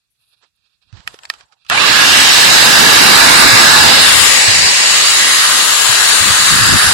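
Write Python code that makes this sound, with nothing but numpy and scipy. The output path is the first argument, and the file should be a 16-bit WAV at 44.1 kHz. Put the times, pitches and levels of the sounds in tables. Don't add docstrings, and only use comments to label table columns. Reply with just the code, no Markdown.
import sys
import numpy as np
from scipy import signal
from scipy.fft import rfft, irfft
from scipy.io import wavfile
from scipy.ndimage import uniform_filter1d

SR = 44100
rng = np.random.default_rng(int(sys.argv[2]) if len(sys.argv) > 2 else 0)


def persist_wave(psi):
    counts = np.round(np.clip(psi, -1, 1) * 32767).astype(np.int16)
    wavfile.write(sys.argv[1], SR, np.atleast_2d(counts).T)


def convert_level_to_amplitude(level_db):
    exponent = np.asarray(level_db, float) / 20
    return 10 ** exponent


N = 305613
START_S = 1.698

# time_s, closeness_db, aim_left_minus_right_db, turned_away_0_to_1, low_rattle_past_hand_db
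CAMERA_POSE = [(1.7, -12, -2.5, 0.56, 3.5), (1.85, -10.5, -5, 0.38, -2.5), (2.05, -9, -4, 0.29, -2),
               (2.3, -7.5, -3.5, 0.41, -7.5), (2.85, -7.5, -3, 0.02, -3.5), (3.2, -6, -4, 0.08, 1.5),
               (3.75, -6.5, -2, 0.12, 0.5), (3.95, -7, -3.5, 0.29, -9), (4.2, -7.5, 7, 0.91, -4),
               (4.45, -10, 0.5, 0.83, -9), (4.8, -10.5, -2.5, 1, -9), (5.15, -10, -1.5, 1, -3.5),
               (5.4, -10, -1.5, 1, 2), (5.8, -10.5, 2, 0.99, 0), (6.15, -10.5, 1.5, 1, 0.5),
               (6.5, -10, -0.5, 1, 1.5), (6.65, -11, 0, 0.8, 3.5), (6.93, -9.5, -3.5, 1, 3.5)]


def evened(x):
    return x / np.sqrt(np.mean(x ** 2, -1, keepdims=True) + 1e-20)


def curves(rows, t):
    s, *columns = np.transpose(rows)
    return np.array([np.interp(t, s, c) for c in columns])


def colours(rows, hz):
    f, *columns = np.transpose(rows)
    return np.array([np.interp(np.log(hz + 1), np.log(f), c) for c in columns])


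def band(x, lo_hz, hi_hz, order=2):
    sos = signal.butter(order, [lo_hz, hi_hz], "bandpass", fs=SR, output="sos")
    return evened(signal.sosfilt(sos, x))


def drift(per_s, count):
    steps = np.arange(int(N / SR * 200) + 2)
    noise = uniform_filter1d(rng.standard_normal((count, len(steps))), 3)
    z = evened(uniform_filter1d(noise, max(int(200 / per_s), 1)))
    return np.array([np.interp(np.arange(N) * 200 / SR, steps, row) for row in z])


def ports(db, pan_db):
    return convert_level_to_amplitude(db + np.array([[min(pan_db, 0)], [-max(pan_db, 0)]]))


def swells(rows, rest_db=-120, order=4):
    t, power = np.arange(0, N + 64, 64) / SR, 0
    for s, length, db, pan_db in rows:
        power = power + (ports(db, pan_db) * np.exp(-abs(2 * (t - s) / length) ** order)) ** 2
    return np.repeat(np.sqrt(power + convert_level_to_amplitude(rest_db) ** 2), 64, axis=1)[:, :N]


def yard_floor():
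    air = convert_level_to_amplitude(-81) * band(rng.standard_normal((2, N)), 40, 12000, order=1)
    leaves = band(rng.standard_normal((2, N)), 1800, 11500)
    return air + convert_level_to_amplitude(-79) * convert_level_to_amplitude(3 * drift(per_s=8, count=2)) * leaves


def handling():
    # frequency_hz, left_db_per_hz, right_db_per_hz
    rub_colour = [(200, -47, -24), (600, -40, -37), (950, -38, -36), (1250, -54, -36.5), (1700, -44, -40),
                  (2200, -54, -45), (2750, -57, -43), (4000, -51, -41.5), (5040, -56, -44),
                  (5900, -61, -49), (7700, -44, -54), (9000, -61, -69), (11300, -66, -74),
                  (13000, -79, -80)]
    # from_hz, to_hz, level_db
    sleeve_folds = [(2440, 2950, -3), (2940, 4800, 2), (1100, 2300, -13), (5200, 9000, -15)]
    # middle_s, length_s, level_db,
    # left_minus_right_db
    rub_strokes = [(0.0, .16, -68, -14), (.15, .12, -72, -12), (.3, 0.18, -57, -12),
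                   (.44, 0.065, -47.5, -22), (.67, 0.22, -58.5, -24), (.83, .03, -51, -24),
                   (.87, .08, -56, -24), (.98, 0.12, -47, -16), (1.13, 0.21, -43, -6.5),
                   (1.25, 0.066, -43, 5), (1.36, 0.16, -45, -6), (1.46, 0.091, -65, -10),
                   (1.53, 0.04, -51.5, -13), (1.62, 0.12, -56, -14), (1.675, 0.04, -46, -18),
                   (1.695, 0.018, -25, -10)]
    # middle_s, length_s, level_db, left_minus_right_db
    touch_hisses = [
        (.12, .03, -64, 20),
        (.28, 0.2, -62, 20),
        (.56, .02, -70, 20),
        (1.14, 0.18, -57, 20),
        (1.33, 0.17, -58, 20),
        (1.68, .04, -66, 20),
    ]
    # middle_s, length_s, level_db, left_minus_right_db
    palm_hollow = [
        (1.5, .12, -61, -14),
        (1.56, .08, -68, -14),
    ]
    # middle_s, length_s, level_db, left_minus_right_db
    grip_rumbles = [
        (.88, .08, -68, -3),
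        (.97, 0.078, -36, -24),
        (1.1, 0.099, -50, -17),
        (1.24, 0.18, -66, 0),
        (1.39, 0.14, -62, 8),
        (1.68, .05, -62, 0),
    ]
    t = np.arange(N) / SR
    hz = np.fft.rfftfreq(N, 1 / SR)
    slips = rng.standard_normal((5, N)) * convert_level_to_amplitude(3.3 * drift(per_s=45, count=5))
    low_cut = (hz ** 2 / (hz ** 2 + 450 ** 2)) ** 2
    rub = evened(irfft(rfft(slips[:2]) * convert_level_to_amplitude(colours(rub_colour, hz)) * low_cut, N))
    sleeve = evened(sum(convert_level_to_amplitude(db) * band(slips[:2], lo_hz, hi_hz) for lo_hz, hi_hz, db in sleeve_folds))
    landed = np.clip(np.minimum((t - .88) / .04, (1.6 - t) / .04), .25, 1)
    landed = landed + .85 * np.exp(-((t - .44) / .024) ** 2)
    out = (landed * rub + (1 - landed) * sleeve) * swells(rub_strokes, -84, order=2)
    out += swells(touch_hisses, -90, order=2) * band(slips[2], 9000, 12000)
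    out += swells(palm_hollow, order=2) * band(slips[3:], 730, 960)
    out += swells(grip_rumbles, [[-84], [-78]]) * band(slips[3:], 45, 144)
    return out * (t < START_S + .01)


def clicks():
    # start_s, peak_db, own_ring_hz, ring_time_factor, left_minus_right_db
    snap_events = [(0.927, -37, 2540, 0.86, -7), (0.972, -39, 3930, 0.95, -12),
                   (1.004, -37, 1900, 0.95, -7.5), (1.076, -5.5, 1880, 1, -7), (1.143, -28, 660, 0.81, -5),
                   (1.158, -42, 5200, .7, -5), (1.189, -27.5, 1440, 0.79, -6), (1.234, -26, 1430, 0.68, -7),
                   (1.253, -18.5, 4500, 0.76, -1), (1.3, -2.5, 1870, 1, -8), (1.338, -23.5, 1300, 0.86, -1),
                   (1.409, -31.5, 1660, 0.77, -4), (1.523, -45, 1320, 0.94, -17),
                   (1.649, -41, 1310, 0.95, -10), (1.665, -35, 2880, 0.95, -9), (1.699, 5, 1790, 0.94, -6)]
    # frequency_hz, level_db, t60_s
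    shell_modes = [(1320, -13.5, .03), (1850, -15, 0.022), (2340, -27, 0.0063), (2580, -18, 0.022),
                   (3030, -1.5, 0.0034), (4500, 2, 0.0015), (5060, -18, 0.0068), (5900, -38, .011)]
    out, t = np.zeros((2, N + 4000)), np.arange(4000) / SR
    chance = rng.standard_normal((len(snap_events), 2, 4000))
    for (s, db, hz, longer, pan_db), noise in zip(snap_events, chance):
        ring = sum(convert_level_to_amplitude(mode_db - 60 * t / (t60 * longer)) * np.sin(2 * np.pi * f * t)
                   for f, mode_db, t60 in shell_modes + [(hz, -4, .013)])
        scrape = noise * np.exp(-t / (.0012 * convert_level_to_amplitude(-.3 * db)))
        crack = band(noise, 1300, 6000 + 6000 * min(convert_level_to_amplitude(0.46 * db), 1))
        crack = crack * convert_level_to_amplitude(np.array([[-6], [-9]]) - 60 * t / (0.0095 * longer))
        tail = band(noise[::-1], 700, 6000) * convert_level_to_amplitude(-26 - 60 * t / .07)
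        snap = band(signal.fftconvolve(scrape, ring[None], axes=1)[:, :4000], 1280, 14600)
        snap = snap / abs(snap).max(1, keepdims=True) + crack + tail
        start = round(s * SR)
        out[:, start:start + 4000] += snap * convert_level_to_amplitude(db - 2.0 + np.array([[pan_db / 2], [-pan_db / 2]]))
    return out[:, :N]


def thumps():
    # start_s, peak_db, pitch_hz, t60_s, left_minus_right_db
    pushes = [(0.927, -17.5, 113, 0.077, -33), (0.972, -37, 130, 0.089, -18), (1.049, -38, 110, 0.092, -20),
              (1.142, -6.5, 450, 0.01, -5), (3.524, -2.5, 118, 0.11, 30), (4.481, -3.5, 105, 0.086, 30),
              (5.891, -9, 124, 0.077, 30), (6.205, -12, 91, .14, 30), (6.301, -10, 99, 0.11, 30),
              (6.51, -11, 151, 0.15, 30), (6.604, -3, 112, 0.16, 34), (6.722, -8, 131, 0.16, 30),
              (6.866, -6.5, 86, 0.1, 30)]
    out, t = np.zeros((2, N + 8000)), np.arange(8000) / SR
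    for s, db, hz, t60, pan_db in pushes:
        push = convert_level_to_amplitude(-60 * t / t60) * np.sin(2 * np.pi * hz * t * (1 - 0.44 * t)) * (1 - np.exp(-t / 0.0065))
        start = round(s * SR)
        out[:, start:start + 8000] += ports(db, pan_db) * push
    return out[:, :N]


def repeating(t, stroke_turns):
    # multiple_of_stroke_rate, level_against_chance_impacts_db
    repeat_colour = [(4, -10.5), (14, -11), (30, -16), (38, -7.5), (48, -4.5), (56, -12.5), (82, -6),
                     (90, -9.5), (98, -11.5), (140, -14), (170, -22)]
    odd_db = -3
    k = np.arange(513)
    multiple, db = np.transpose(repeat_colour)
    phases = np.exp(2j * np.pi * rng.random((2, 513)))
    lines = convert_level_to_amplitude(np.interp(k, multiple, db) + odd_db * (k % 2)) * phases
    cycle = irfft(lines, 8192) * 8 * 32
    locked = 1 / (1 + np.exp(-(t - 3.4) / 0.22))
    return cycle[:, (stroke_turns % 1 * 8192).astype(int)] * locked * convert_level_to_amplitude(2.5 * drift(per_s=4, count=2))


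def blend(near, far, turned):
    return near[..., None] * (1 - turned) + far[..., None] * turned


def port_likeness(hz, turned):
    # frequency_hz, likeness_at_vents_0_to_1, likeness_turned_away_0_to_1
    likeness = [(110, .1, .3), (380, .1, .85), (800, .2, .8), (1200, .65, .7), (1800, .7, .6),
                (2300, .3, .3), (4400, .25, .2), (8000, .1, .1)]
    lead_near = np.minimum(2 * np.pi * .0009 * (hz - 1450), 2 * np.pi)
    lead_far = np.minimum(2 * np.pi * -.0007 * (hz - 1300), 2.4)
    near, far = colours(likeness, hz) * np.exp(1j * np.array([lead_near, lead_far]))
    return blend(near, far, turned)


def housing_colour(hz, turned, hand_db):
    # frequency_hz, left_db_per_hz, right_db_per_hz
    near_colour = [(211, -11.5, 4.5), (607, -5.5, -7), (883, -3, 1.5), (1300, -4.5, 0), (1870, -3.5, 4),
                   (2470, -6.5, -2.5), (2800, -4, -3), (3550, -3, -0.5), (5200, -2.5, -1), (6000, -9, -4),
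                   (7970, -5, -9), (9700, -10, -10.5), (10960, -13, -11.5), (13500, -25.5, -16)]
    # frequency_hz, left_db_per_hz, right_db_per_hz
    far_colour = [(201, -18.5, -21.5), (634, -9.5, -11.5), (920, -8, -10), (1060, -7, -3.5),
                  (1840, -6.5, 0), (2410, -7, -5.5), (2800, -4.5, -5), (3330, -4, -2.5), (5600, -6.5, -3),
                  (6050, -4.5, -1.5), (7550, -3.5, -16.5), (9100, -6.5, -26), (11760, -9, -34),
                  (13400, -17, -23)]
    # frequency_hz, width_hz, at_vents_db, turned_away_db
    housing_modes = [(880, 110, 4, 2), (1200, 130, 3, 2), (1660, 170, 7, 3.5), (2780, 150, 6, 1.5),
                     (3330, 220, -2, -1.5), (3950, 260, 4.5, 1.5), (5900, 500, -3, -5.5),
                     (8800, 700, -3, -1.5), (13100, 2200, 1.5, -6)]
    rings = sum(np.outer([near_db, far_db], 1 / (1 + (2 * (hz - f) / width) ** 2))
                for f, width, near_db, far_db in housing_modes)
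    colour = convert_level_to_amplitude(blend(colours(near_colour, hz) + rings[0], colours(far_colour, hz) + rings[1], turned))
    shaded = np.exp(-np.log(hz[:, None] / 1300 + 1e-3) ** 2 / 0.14)
    colour *= convert_level_to_amplitude(shaded * np.outer([0.18, 1], hand_db)[:, None])
    middle = (hz > 900) & (hz < 6000)
    return colour / np.sqrt((colour[:, middle] ** 2).sum(1, keepdims=True) / len(hz))


def vent_hiss_db(hz, frames, turned, hand_db):
    # middle_s, length_s, frequency_hz, width_hz, level_db
    passing = [(4.43, 1, 2080, 680, 3.5), (4.78, 0.91, 13400, 3400, -6), (4.57, .6, 11600, 1600, -2),
               (3.98, 0.47, 6140, 2100, -3), (3.3, 0.51, 3050, 1200, -2), (4.63, 0.55, 1350, 440, -3.5),
               (6.62, 0.48, 2800, 660, -1), (5.54, 1, 1510, 500, -2), (3.45, 0.37, 2200, 550, 4.5),
               (2.06, 0.43, 3050, 1500, 2), (4.55, 0.32, 3400, 720, -2.5), (5.7, 0.36, 1860, 200, -13)]
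    jet = np.exp(-((frames - 4.21) / 0.047) ** 2)
    hiss_db = 2 * (1 - turned) + 0 * turned + np.outer([2, -18], jet)[:, None]
    hz = hz[:, None]
    slow_db = 13.5 * np.exp(-np.abs(frames - START_S) / 0.11)
    db = np.clip((hz - 5500) / 2500, 0, 1) * hiss_db - np.clip((hz - 2500) / 2500, 0, 1) * slow_db
    db = db + np.exp(-((hz - 11000) / 1800) ** 2) * 0.46 * hand_db * turned ** 2
    return db + sum(level_db * np.exp(-(2 * (hz - f) / wide_hz) ** 2 - (2 * (frames - s) / length) ** 4)
                    for s, length, f, wide_hz, level_db in passing)


def rattle(t, stroke_turns):
    beat = 0.04 * (1 + 3 * np.exp(-abs(t - START_S) / 0.097))
    swell = 1 + beat * np.cos(4 * np.pi * stroke_turns) + 0.026 * np.cos(2 * np.pi * stroke_turns)
    impacts = rng.standard_normal((2, N)) * swell * convert_level_to_amplitude(0.5 * drift(per_s=70, count=2))
    impacts = impacts + repeating(t, stroke_turns)
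    hz, frames, z = signal.stft(impacts, SR, nperseg=1024, noverlap=768)
    close_db, aim_db, turned, hand_db = curves(CAMERA_POSE, frames)
    turned = np.clip(turned, 0, 1)
    same = port_likeness(hz, turned)
    z[1] = same * z[0] + np.sqrt(1 - abs(same) ** 2) * z[1]
    patches = evened(uniform_filter1d(uniform_filter1d(rng.standard_normal(z.shape), 7, 1), 10, 2))
    echoes = evened(uniform_filter1d(uniform_filter1d(rng.standard_normal(z.shape), 12, 1), 70, 2))
    overload_db = np.outer([1.2, 4.5], 1 - turned)
    level_db = close_db + np.outer([.5, -.5], aim_db) + overload_db
    low_cut = hz[:, None] ** 2 / (hz[:, None] ** 2 + 150 ** 2)
    treble_db = vent_hiss_db(hz, frames, turned, hand_db)
    z *= housing_colour(hz, turned, hand_db) * low_cut
    z *= convert_level_to_amplitude(level_db[:, None] + treble_db + patches + 1.3 * echoes)
    return signal.istft(z, SR, nperseg=1024, noverlap=768)[1][:, :N]


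def tone(cycles):
    return np.sqrt(2) * np.sin(2 * np.pi * (cycles + rng.random((2, 1))))


def whine(turns):
    # middle_s, length_s, level_db, left_minus_right_db
    fan_whine_swells = [
        (1.82, .12, -10, -8),
                        (2.15, .2, -29, -10), (2.45, 0.52, -33, 6), (2.9, 0.4, -16, 13), (3.2, 0.24, -13, 5),
                  (3.5, 0.33, -10, -5), (3.67, .2, -17, -5), (3.857, 0.13, -8, 11), (4.0, 0.23, -21, -2),
                  (4.22, 0.4, -8, 13), (4.693, 0.49, -14, 1), (4.997, 0.3, -12, -13), (5.35, 0.72, -15, 6),
                  (5.97, 0.12, -28, 4), (6.11, 0.16, -11, -13), (6.6, 0.63, -14, -24)]
    # middle_s, length_s, level_db, left_minus_right_db
    commutator_swells = [
        (2.4, 0.65, -19, 16),
        (2.97, 0.15, -21, 14),
        (3.4, .45, -14, 16),
        (3.8, .2, -19, 14),
        (4.15, 0.39, -11.5, 30),
        (5.6, .3, -20, 31),
        (5.88, 0.3, -25, 30),
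        (6.12, 0.16, -12.5, 37),
        (6.55, .15, -16, 45),
        (6.85, 0.24, -15.5, 35),
    ]
    fan = swells(fan_whine_swells, -29) * convert_level_to_amplitude(-5) * tone(12 * turns)
    return fan + swells(commutator_swells, -58) * convert_level_to_amplitude(-5) * tone(24 * turns)


def saw():
    # multiple_of_shaft_speed, left_db, right_db
    shaft_orders = [(1, -43.5, -51), (7, -51, -45), (10, -25, -38), (36, -53, -62)]
    # multiple_of_stroke_rate, level_db
    stroke_knocks = [(2, -57), (3, -57), (5, -49), (6, -44), (7, -51), (8, -51), (10, -59), (11, -61),
                     (12, -49), (18, -52), (20, -50), (24, -68), (25, -54), (37, -51), (40, -47),
                     (44, -29.5), (46, -34)]
    t = np.arange(N) / SR
    since = abs(t - START_S)
    lag_hz = 50 * np.exp(-since / .55) + 227.8 * np.exp(-since / .2407)
    sag_hz = 1.7 * np.maximum(t - 5.85, 0)
    shaft_hz = 397.75 - lag_hz - sag_hz
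    turns = np.cumsum(shaft_hz * (1 + 0.001127 * drift(per_s=21, count=1)[0])) / SR
    stroke = turns / 9.2
    orders = sum(convert_level_to_amplitude(np.array([[l_db], [r_db]])) * tone(k * turns) for k, l_db, r_db in shaft_orders)
    orders = orders * (shaft_hz / 397) ** 3 * convert_level_to_amplitude(2.3 * drift(per_s=15.0, count=2))
    waver = convert_level_to_amplitude(2.6 * drift(per_s=60, count=2) + 3 * drift(per_s=14, count=2) - 1)
    knocks = sum(convert_level_to_amplitude(db) * tone(k * stroke) for k, db in stroke_knocks)
    knocks = knocks * convert_level_to_amplitude(4.87 * drift(per_s=8, count=1)) * np.array([[1], [.7]])
    body = rattle(t, stroke) + (whine(turns) + orders) * waver + knocks
    return body * np.clip((t - START_S) / 0.0074, 0, 1)


def cooling_air():
    # middle_s, length_s, level_db, left_minus_right_db
    gusts = [
        (3.4, 0.061, -24, -19),
        (3.75, 0.068, -23, -10),
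        (3.85, 0.12, -23, -21),
        (4.2, 0.21, -22.5, 16),
        (4.6, 0.165, -24.5, 22),
        (6.26, 0.15, -23.5, 22),
        (6.42, .06, -26, 16),
        (6.57, 0.17, -18.5, 29),
        (6.72, 0.12, -13, 28),
        (6.9, 0.15, -25, 7),
    ]
    t = np.arange(N) / SR
    turned = np.clip(curves(CAMERA_POSE, t)[2], 0, 1) ** 2
    creep_db = np.outer([10, 1], t - START_S)
    near_db = np.array([[-55], [-26]]) + creep_db - 12 * np.exp(-abs(t - START_S) / 0.05)
    steady_db = near_db * (1 - turned) + np.outer([-41, -48], turned)
    lumps = convert_level_to_amplitude(2.2 * drift(per_s=30, count=2))
    buffeting = evened(band(rng.standard_normal((2, N)), 52.0, 217) * lumps)
    return np.hypot(convert_level_to_amplitude(steady_db), swells(gusts)) * buffeting * (t > START_S)


def scene():
    return yard_floor() + handling() + clicks() + thumps() + saw() + cooling_air()


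def thin_out(x):
    hz, frames, z = signal.stft(x, SR, nperseg=2048, noverlap=1536)
    column = hz[:, None]

    def paired(v):
        return np.where(column < 6500, np.array([v[0] + v[1], v[0] - v[1]]) / np.sqrt(2), v)

    z = paired(z)
    fine_db = 10 * np.log10(uniform_filter1d(abs(z) ** 2, 5, 1) + 1e-16)
    around_db = uniform_filter1d(fine_db, 80, 1)
    valley_db = np.interp(hz, [600, 2000, 5000, 8000, 12000], [-40, -5, -3, .5, 1.5])[:, None]
    uneven_db = np.clip(abs(around_db[0] - around_db[1]) - 5, 0, 6)
    valley_db = valley_db - uneven_db * (column > 6500) * (column < 11500)
    below_loudest_db = np.interp(hz, [600, 3000, 7000], [-70, -22, -19])[:, None]
    masked_db = around_db.max(1, keepdims=True) + below_loudest_db
    silence_db = np.interp(hz, [300, 900], [-120, -112])[:, None]
    limit_db = np.maximum(np.maximum(around_db + valley_db, masked_db), silence_db)
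    z *= convert_level_to_amplitude(-24 * np.clip((limit_db - fine_db) / 1.5 + .5, 0, 1))
    return signal.istft(paired(z), SR, nperseg=2048, noverlap=1536)[1][:, :N]


def roll_off(x):
    return signal.sosfilt(signal.butter(12, 15740, fs=SR, output="sos"), x)


def record(dry):
    ceiling = convert_level_to_amplitude(-0.53)
    mix = thin_out(np.clip(dry, -ceiling, ceiling))
    return roll_off(mix)


dry = scene()
out = record(dry)
persist_wave(out)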